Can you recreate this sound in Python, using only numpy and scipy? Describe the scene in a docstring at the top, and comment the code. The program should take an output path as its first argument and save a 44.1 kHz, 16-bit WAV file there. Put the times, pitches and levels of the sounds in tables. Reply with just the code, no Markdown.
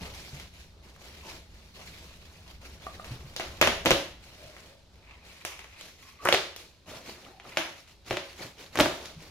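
"""Bubble wrap pops, singly and in quick runs, amid rustling film and faint squeaks.
A knife slits the wrap around a board that lies in an open carton on a workshop table.
Bubbles burst, creases snap under the hands, and the blade rasps, sticks and taps the board.
The parcel bumps on the table; the bare room rings after every pop. Heard in stereo from above."""
import sys
import numpy as np
from scipy import signal
from scipy.fft import rfft, irfft, next_fast_len
from scipy.io import wavfile
from scipy.ndimage import uniform_filter1d, map_coordinates

SR = 44100
rng = np.random.default_rng(int(sys.argv[2]) if len(sys.argv) > 2 else 0)


def to_wav(s):
    """Save 16-bit WAV."""
    ch = np.atleast_2d(s).T  # columns
    pcm = np.round(np.clip(ch, -1, 1) * 32767)  # PCM
    wavfile.write(sys.argv[1], SR, pcm.astype(np.int16))


N = 410130
HOP = 128  # samples per STFT step
BANDS_HZ = np.fft.rfftfreq(2 * HOP, 1 / SR)[:, None]
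# workshop reverberation: f/Hz, t60/s
ROOM_DECAY = [(150, 0.45), (400, 0.4), (1000, 0.44), (2800, 0.47), (7000, 0.45), (14000, 0.46)]


def pops():
    """Bubbles burst under the blade; taut creases snap over, thin and bright."""
    # bubbles: t/s, level/dB, f/Hz, thump/dB, crack/dB
    bubbles = [(3.3977, -22.5, 1940, -2.5, -12.5), (3.614, -5.5, 2480, -5, -10.5),
               (3.626, -7.5, 2040, -13, -30), (3.674, -8, 2580, -5.5, -18), (3.852, -33, 2350, 10.5, 4),
               (3.8588, -10, 2640, -5, -11), (3.8675, -13.5, 2700, -0.5, -30),
               (3.9072, -7, 2330, -2.5, -8.5), (3.9147, -7.5, 2880, -5, -22), (3.9195, -22.5, 2420, 6, -11),
               (6.2526, -23.5, 1380, -1, -1.5), (6.2566, -12, 1330, -14, -25),
               (6.2731, -14, 1670, -12, -31), (6.2879, -9, 2200, -6.5, -12.5),
               (6.3258, -5, 3130, -8.5, -34), (6.34, -13.5, 1790, -1, -13), (6.3467, -9, 2290, -11.5, -17),
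               (7.5719, -11.5, 2420, -8, -13), (8.1092, -18, 2350, -1, -20), (8.1284, -27, 2480, -5, -14),
               (8.1707, -18.5, 2650, -6, -21), (8.7563, -22.5, 1840, -1.5, -9),
               (8.7737, -20, 2920, -4, -12), (8.789, -13.5, 1720, 0, -12), (8.7983, -13, 1520, 3, -8),
               (8.8026, -6.5, 2840, -5.5, -33), (8.809, -13.5, 2070, 0.5, -4.5),
               (8.8589, -16, 1640, 0, -18)]
    # creases: t/s, level/dB, f/Hz, crack/dB
    snaps = [(.055, -36, 2600, -16), (0.399, -33.5, 2840, -9), (0.963, -44.5, 1700, -9),
             (3.045, -34.5, 2300, -10), (3.207, -46, 1790, -17), (3.364, -24, 3460, -7.5),
             (3.4071, -24, 2750, -17), (4.566, -37, 1900, -15), (5.4505, -21.5, 2650, -3),
             (5.5923, -32, 2400, -12), (5.644, -36, 2030, -14), (5.811, -33, 3100, -6.5),
             (6.563, -34, 3230, -0.5), (7.3996, -35.5, 2300, -19), (9.0576, -32, 3300, -8)]
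    # a run starts under the wrap, heard mostly via the room, and grows more direct as the slit opens
    run_s, covered_db, opening_db_per_s = 0.15, 2.5, 63
    events = []
    for s, db, hz, thump_db, crack_db in bubbles:
        run_start_s = min(row[0] for row in bubbles if row[0] > s - run_s)
        room_db = covered_db - opening_db_per_s * (s - run_start_s)
        events.append((s, burst(db, hz, thump_db, crack_db, room_db)))
    for s, db, hz, crack_db in snaps:  # a crease barely moves the parcel
        events.append((s, burst(db, hz, thump_db=-15.5, crack_db=crack_db, room_db=1.5)))
    direct, echo = np.zeros(N), np.zeros((2, N))
    for s, (near, far) in events:
        add(direct, s, near)
        add(echo, s, far)
    return direct, echo


def burst(db, hz, thump_db, crack_db, room_db, decay_cycles=0.4, shred_s=0.0012):
    """Film gives way: a brief swing of air, a crack and a thump into the parcel. 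Returns direct, echo."""
    # padded parcel: f/Hz, level/dB, t60/s
    parcel_modes = [(170, -10, 0.073), (353, 10, 0.047), (542, 17, 0.015), (777, -22, 0.0014)]
    # breaking film: f/Hz, level/dB
    crack_spectrum = [(2500, -5.5), (5000, 8), (7000, 7), (8500, 4), (14000, 1), (17000, -16.5)]
    t = np.arange(SR // 40) / SR
    age = t * hz / decay_cycles
    puff = unit_energy(np.sqrt(age) * np.exp(-age) * np.sin(2 * np.pi * hz * t))
    thump = unit_energy(ringing(parcel_modes, t, detune=0.12))
    body = amp(-3.5) * puff - amp(thump_db - 1) * thump
    # one sharp break, then the edges of the hole shred
    split = signal.unit_impulse(len(t), SR // 4000)
    shreds = 0.39 * rng.standard_normal(len(t)) * np.exp(-t / shred_s)
    pop = body + amp(crack_db - 2) * unit_energy(coloured(split + shreds, crack_spectrum))
    # the room gathers the crack from all directions, which evens out its colour
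    gathered = body + amp(crack_db - 9.5) * unit_energy(coloured(split, crack_spectrum))
    gain = amp(db) * np.sqrt(SR / 1000)  # unit energy to rms 1 over 1 ms
    return gain * (pop + bounced(pop)), gain * amp(room_db) * in_room(gathered)


def taps(room_db=-5):
    """The blade knocks the board through the wrap; its modes ring hollow."""
    # knocks: t/s, peak/dB
    knocks = [(2.8676, -23.5), (2.9972, -29.5), (7.265, -41.5), (7.452, -37)]
    # board: f/Hz, level/dB, t60/s
    board_modes = [(645, -3, 0.068), (753, 3, 0.035), (1240, 7.5, 0.033), (1800, -8, 0.047)]
    out, t = np.zeros(N), np.arange(SR // 5) / SR
    for s, db in knocks:
        ring = ringing(board_modes, t, detune=0.028)
        add(out, s, amp(db) * ring / np.abs(ring).max())
    return out, amp(room_db) * in_room(out)[:, :N]


def rustle(fizz_db=-2, direct_db=-3):
    """Handled film: a dull rub from the parcel, crinkle and fine fizz from the creases."""
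    # spectra of the three layers: f/Hz, level/dB
    rub_spectrum = [(120, 1), (220, 4.5), (400, 6), (620, 0), (1100, -1.5), (1700, -6.5), (3000, -48.5)]
    crinkle_spectrum = [(600, -70), (1300, -16), (2300, 4.5), (3200, -2), (4300, -2.5), (6500, -28)]
    fizz_spectrum = [(2500, 0.5), (4200, -10.5), (5500, -2), (7000, -5), (8200, -12.5), (10500, -10),
                     (13500, -14), (16000, -23)]
    rub, crinkle, fizz = hand_envelopes()
    folds = 0.42 * unit_rms(clicks(per_s=50, spread_db=2.5, clump_db=1))  # larger folds flip over
    creases = unit_rms(clicks(per_s=1800, spread_db=1, clump_db=2)) + folds
    fine = unit_rms(clicks(per_s=3100, spread_db=5, clump_db=1.5))
    film = rub * coloured(clicks(per_s=2500, spread_db=2, clump_db=0), rub_spectrum)
    film += crinkle * coloured(creases, crinkle_spectrum)
    film += amp(fizz_db) * fizz * coloured(creases + fine, fizz_spectrum)
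    return amp(direct_db) * film, scattered(film)


def hand_envelopes(rest_db=-76, rest_press_db=7):
    """Gains of rub, crinkle and fizz: all follow the strokes; pressing adds rub and takes away fizz."""
    # pushes and pulls: t/s, length/s, level/dB, pressing/dB
    strokes = [(-.02, 0.1, -48.5, 3.5), (0.102, 0.18, -52, -3.5), (0.295, .12, -53, 0.5),
               (0.504, 0.13, -58.5, -3), (0.7, 0.29, -80.5, 16), (0.81, 0.091, -59.5, 1),
               (.97, .27, -57, 0), (1.215, .13, -50.5, 1), (1.47, .23, -64, 1), (1.72, .26, -55, -1),
               (1.98, .17, -58, 0), (2.173, 0.31, -62, 0), (2.449, 0.046, -53.5, 3),
               (2.589, 0.14, -56, 2.5), (2.778, 0.23, -57, 2.5), (3.007, 0.15, -53.5, 1.5),
               (3.168, 0.6, -60, 2.5), (3.333, 0.54, -59.5, 5.5), (4.177, 0.23, -60, 1.5),
               (4.356, 0.33, -58.5, 0), (4.894, 0.46, -72.5, 7.5), (5.216, .24, -59.5, -4),
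               (5.518, 0.38, -67, -24), (5.754, 0.14, -55.5, -7), (5.965, 0.13, -57.5, -11.5),
               (6.195, 0.076, -48.5, 3), (6.552, .07, -54, -4.5), (6.847, .12, -50, 4.5),
               (7.024, 0.083, -48.5, 1), (7.113, 0.16, -59, 3), (7.22, 0.059, -62, 11),
               (7.412, 0.3, -58, 6), (7.733, 0.056, -56.5, -13), (7.852, 0.043, -57.5, -11),
               (8.038, 0.11, -50, 0.5), (8.206, 0.19, -57, -0.5), (8.362, 0.069, -46.5, 3.5),
               (8.552, 0.087, -52, -0.5), (8.707, .36, -51.5, 4.5), (9.165, 0.11, -56, 2.5)]
    press_slopes = np.array([[1], [0], [-0.11]])  # dB per dB of pressing
    power = amp(rest_db + rest_press_db * press_slopes) ** 2  # the film never lies quite still
    for s, length_s, db, press_db in strokes:
        stroke = gesture(s, length_s, attack_s=0.056, release_s=0.069, sag_db=3.5)
        power = power + (amp(db + press_db * press_slopes) * stroke) ** 2
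    return np.sqrt(power)


def rasp(direct_db=-5, room_db=-1.5):
    """The sawing edge catches in the taut film many times a second."""
    # cuts: t/s, length/s, level/dB
    cuts = [(4.94, 0.57, -57), (5.409, 0.19, -48.5), (5.587, 0.23, -56), (5.96, 0.45, -58),
            (7.393, 0.24, -51.5)]
    # blade and taut film: f/Hz, width/Hz, level/dB
    blade_peaks = [(1100, 400, 0), (2100, 820, 1), (2420, 97, -2)]
    snags = clicks(per_s=830, spread_db=2, clump_db=4.5)
    catches = unit_rms(filtered(snags, lambda hz: resonant(hz, blade_peaks) ** 2))
    sawing = sum(amp(db) * gesture(s, length_s, attack_s=0.17, release_s=0.02)
                 for s, length_s, db in cuts)
    out = sawing * catches
    return amp(direct_db) * out, amp(room_db) * scattered(out)


def squeaks(waver=0.054, sag=0.0078, flutter_db=2.5, direct_db=-4, room_db=-3):
    """Stretched film sticks and slips on steel; the pitch sags as the film slackens."""
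    # squeaks: t/s, length/s, f/Hz, level/dB
    slips = [(1.212, 0.11, 965, -52.5), (4.378, 0.14, 612, -54), (4.646, 0.17, 565, -61.5),
             (6.02, 0.11, 1135, -61.5), (6.182, 0.075, 1150, -52), (6.873, 0.074, 610, -52),
             (7.2, 0.32, 792, -61)]
    out, drift = np.zeros(N), wobble(per_s=240)
    for s, length_s, pitch_hz, db in slips:
        n = int(length_s * SR)
        hz = pitch_hz * np.linspace(1, 1 - sag, n) * (1 + waver * drift[int(s * SR):][:n])
        tone = np.sin(2 * np.pi * np.cumsum(hz) / SR)
        add(out, s, amp(db) * unit_rms(tone * signal.windows.tukey(n, 0.5)))
    out *= unit_rms(amp(flutter_db * wobble(per_s=220)))
    return amp(direct_db) * out, amp(room_db) * in_room(out)[:, :N]


def table(rise_s=0.013, apart_db=-17):
    """The parcel bumps softly on the leaned-on table, which rumbles nearly alike on both sides."""
    # parcel bumps: t/s, level/dB, f/Hz
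    bumps = [(0.009, -39.5, 172), (0.327, -37.5, 141), (3.106, -31, 123), (3.235, -41.5, 141),
             (3.669, -31.5, 239), (3.909, -29.5, 129), (4.439, -48.5, 144.4), (8.1, -33, 114),
             (8.437, -46, 120), (8.793, -26.5, 236.6), (9.16, -43, 156)]
    # rumble strength: t/s, level/dB
    rumble_levels = [(0, -49.5), (.8, -57.5), (3.4, -52), (3.7, -45), (4.4, -58.5), (6.7, -64.5),
                     (8.6, -62.5), (9.3, -54.5)]
    # rumble and bump noise spectra: f/Hz, level/dB
    rumble_spectrum = [(20, 2), (32, -28), (48, 3), (64, 2.5), (85, 1), (120, -13), (170, -8), (260, -22),
                       (600, -69)]
    thud_spectrum = [(40, 10), (150, 1), (300, -5.5), (700, -52)]
    shake = rng.standard_normal(N) + amp(apart_db) * rng.standard_normal((2, N))
    rumble_db = over_time(rumble_levels) + 4 + 0.67 * wobble(per_s=25)
    out = amp(rumble_db) * coloured(shake, rumble_spectrum)
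    t = np.arange(SR // 4) / SR
    swell = t / rise_s * np.exp(1 - t / rise_s)
    for s, db, hz in bumps:
        thud = 0.48 * coloured(rng.standard_normal(len(t)), thud_spectrum)
        add(out, s, amp(db - 1) * swell * (np.sin(2 * np.pi * hz * t) + thud))
    return out


def bounced(pop):
    """Table, carton flaps and arms return dull copies, on paths that differ from pop to pop."""
    # reflections: delay/ms, level/dB
    paths = [(.9, -16), (2.1, -11), (3.402, -6), (5.2, -12), (8.2, -21.5)]
    # their colour: f/Hz, gain/dB
    surface_gains = [(100, -29), (600, 5), (1400, -7), (3000, -0.5), (7000, -17)]
    copies = np.zeros(len(pop))
    for ms, db in paths:
        lag = int(ms * rng.uniform(0.75, 1.25) * SR / 1000)
        copies[lag:] += amp(db) * pop[:len(pop) - lag]
    return filtered(copies, lambda hz: amp(along(surface_gains, hz)))


def in_room(x, build_s=0.00043, early_db=3, early_s=0.0028):
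    """Stereo echo of x from a fresh room response, near walls first."""
    frame_s = np.arange(0, SR // 2, HOP) / SR
    tail = diffuse(amp(-60 * frame_s / along(ROOM_DECAY, BANDS_HZ)))
    t = np.arange(tail.shape[1]) / SR
    tail = tail * (1 - np.exp(-t / build_s)) * amp(early_db * np.exp(-t / early_s))
    response = carton_and_walls(np.sqrt(2) * unit_energy(tail))
    return signal.fftconvolve(x[None], response, axes=1)


def scattered(x, early_db=14, early_s=0.013, patch_db=1.7):
    """The sheet keeps changing shape, so its sound reaches the room by ever new paths and colours."""
    power = np.abs(signal.stft(x, nperseg=2 * HOP)[2]) ** 2
    power = uniform_filter1d(power, size=3, axis=0)
    t = np.arange(0, SR // 2, HOP) / SR
    lingering = amp(early_db * np.exp(-t / early_s) - 60 * t / along(ROOM_DECAY, BANDS_HZ)) ** 2
    gain = np.sqrt(np.abs(signal.fftconvolve(power, lingering, axes=1)))
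    patches = uniform_filter1d(rng.standard_normal(gain.shape), size=2, axis=0)
    patches = uniform_filter1d(patches, size=16, axis=1)
    echo = diffuse(gain * amp(patch_db * unit_rms(patches)))[:, :N]
    return carton_and_walls(unit_rms(echo) * np.std(x))


def carton_and_walls(x, ring_db=-8.5):
    """Sound rings the carton on its way out and takes on the colour of the walls."""
    # carton and board: f/Hz, width/Hz, level/dB
    carton_peaks = [(234, 20, -8), (370, 38, -3), (553, 6.9, 11.5), (644, 23, 6), (897, 18, -2)]
    # room colour: f/Hz, gain/dB
    wall_gains = [(35, -13), (80, -0.5), (250, -2), (600, -0.5), (1300, 0), (2500, -1.5), (4500, 6),
                  (8000, 6), (15000, 5)]
    ring = lambda hz: 1 + amp(ring_db) * resonant(hz, carton_peaks)
    return filtered(x, lambda hz: amp(along(wall_gains, hz)) * ring(hz))


def diffuse(gain, coherent_hz=1050):
    """Noise from all sides, with a gain per band and frame; the bass is alike at both microphones."""
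    noise = rng.standard_normal((2, (gain.shape[1] - 1) * HOP))
    spectra = signal.stft(noise, nperseg=2 * HOP)[2] * gain
    angle = np.arccos(1 / (1 + (BANDS_HZ / coherent_hz) ** 2)) / 2
    mid, side = signal.istft(spectra * np.array([np.cos(angle), np.sin(angle)]), nperseg=2 * HOP)[1]
    return np.array([mid + side, mid - side])


def microphones(x):
    """Direct sound reaches the nearer microphone first."""
    # place of the hands: t/s, left lead/ms
    hand_place = [(0, 0.16), (3.7, .14), (5.5, .11), (9.3, -0.035)]
    shift = over_time(hand_place) * SR / 1000 / 2
    return np.array([map_coordinates(x, [np.arange(N) + sign * shift]) for sign in (1, -1)])


def air(db=-64):
    """Quiet hiss of the workshop."""
    # hiss: f/Hz, level/dB
    hiss_spectrum = [(88, 7), (150, 4.5), (637, -9), (1480, -21), (4080, -4.5), (11900, -29.5),
                     (14500, -31), (16000, -55)]
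    return amp(db) * coloured(rng.standard_normal((2, N)) + rng.standard_normal(N), hiss_spectrum)


def clicks(per_s, spread_db, clump_db):
    """Tiny impulses of uneven size, louder in clumps."""
    at = rng.integers(0, N, int(per_s * N / SR))
    clumps = map_coordinates(rng.standard_normal(N // 700 + 4), [at / 700])
    size = amp(spread_db * np.minimum(rng.exponential(size=len(at)), 4) + clump_db * clumps)
    return np.bincount(at, size * rng.choice([-1, 1], len(at)), N)


def gesture(s, length_s, attack_s, release_s, sag_db=0):
    """Envelope of one movement: builds, slackens over its length, lets go."""
    out, t = np.zeros(N), np.arange(SR) / SR + max(0, -s)
    rise = np.sin(np.pi / 2 * np.minimum(t / attack_s, 1)) ** 2
    release = np.exp(-np.maximum(t - length_s, 0) / release_s)
    add(out, s, rise * amp(-sag_db * t / length_s) * release)
    return out


def ringing(modes, t, detune):
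    """Damped modes, a little different at every blow."""
    return sum(amp(db + rng.normal(0, 1) - 60 * t / t60_s)
               * np.sin(2 * np.pi * hz * (1 + detune * rng.normal()) * t) for hz, db, t60_s in modes)


def resonant(hz, peaks):
    """Response of parallel band-pass resonances."""
    return sum(amp(db) * 1j * hz * width_hz / (centre_hz ** 2 - hz ** 2 + 1j * hz * width_hz)
               for centre_hz, width_hz, db in peaks)


def amp(db):
    return 10 ** (np.asarray(db) / 20)


def unit_rms(x):
    return x / np.sqrt(np.mean(x ** 2) + 1e-20)


def unit_energy(x):
    return x / np.sqrt(np.sum(x ** 2) + 1e-20)


def along(points, hz):
    """Read (f/Hz, value) points on a log axis."""
    f, values = np.transpose(points)
    return np.interp(np.log(hz + 1), np.log(f + 1), values)


def over_time(points):
    """Read (t/s, value) points at every sample."""
    return np.interp(np.arange(N) / SR, *np.transpose(points))


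def wobble(per_s):
    """Smooth curve through random knots."""
    return map_coordinates(rng.standard_normal(int(N * per_s / SR) + 4), [np.arange(N) * per_s / SR])


def filtered(x, response):
    """Apply response(hz) by FFT."""
    n = x.shape[-1]
    m = next_fast_len(n + 4096)
    return irfft(rfft(x, m) * response(np.fft.rfftfreq(m, 1 / SR)), m)[..., :n]


def coloured(x, spectrum):
    """x shaped by the spectrum, at rms 1."""
    return unit_rms(filtered(x, lambda hz: amp(along(spectrum, hz))))


def add(track, s, x):
    """Mix x in from time s."""
    i = max(0, round(s * SR))
    track[..., i:i + x.shape[-1]] += x[..., :max(0, N - i)]


def scene():
    """Direct sound and echo of each source, over the table and the room's hiss."""
    direct, echo = zip(pops(), taps(), rustle(), rasp(), squeaks())
    return microphones(sum(direct)) + sum(echo) + table() + air()


def record(dry):
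    """Peaks round off near full scale; the deepest bass and top treble are cut."""
    ceiling, low_hz, top_hz = 0.95, 28, 15900
    limited = dry / (1 + np.abs(dry / ceiling) ** 6) ** (1 / 6)
    return filtered(limited, lambda hz: 1j * hz / (low_hz + 1j * hz) / (1 + (hz / top_hz) ** 120))


dry = scene()
out = record(dry)
to_wav(out)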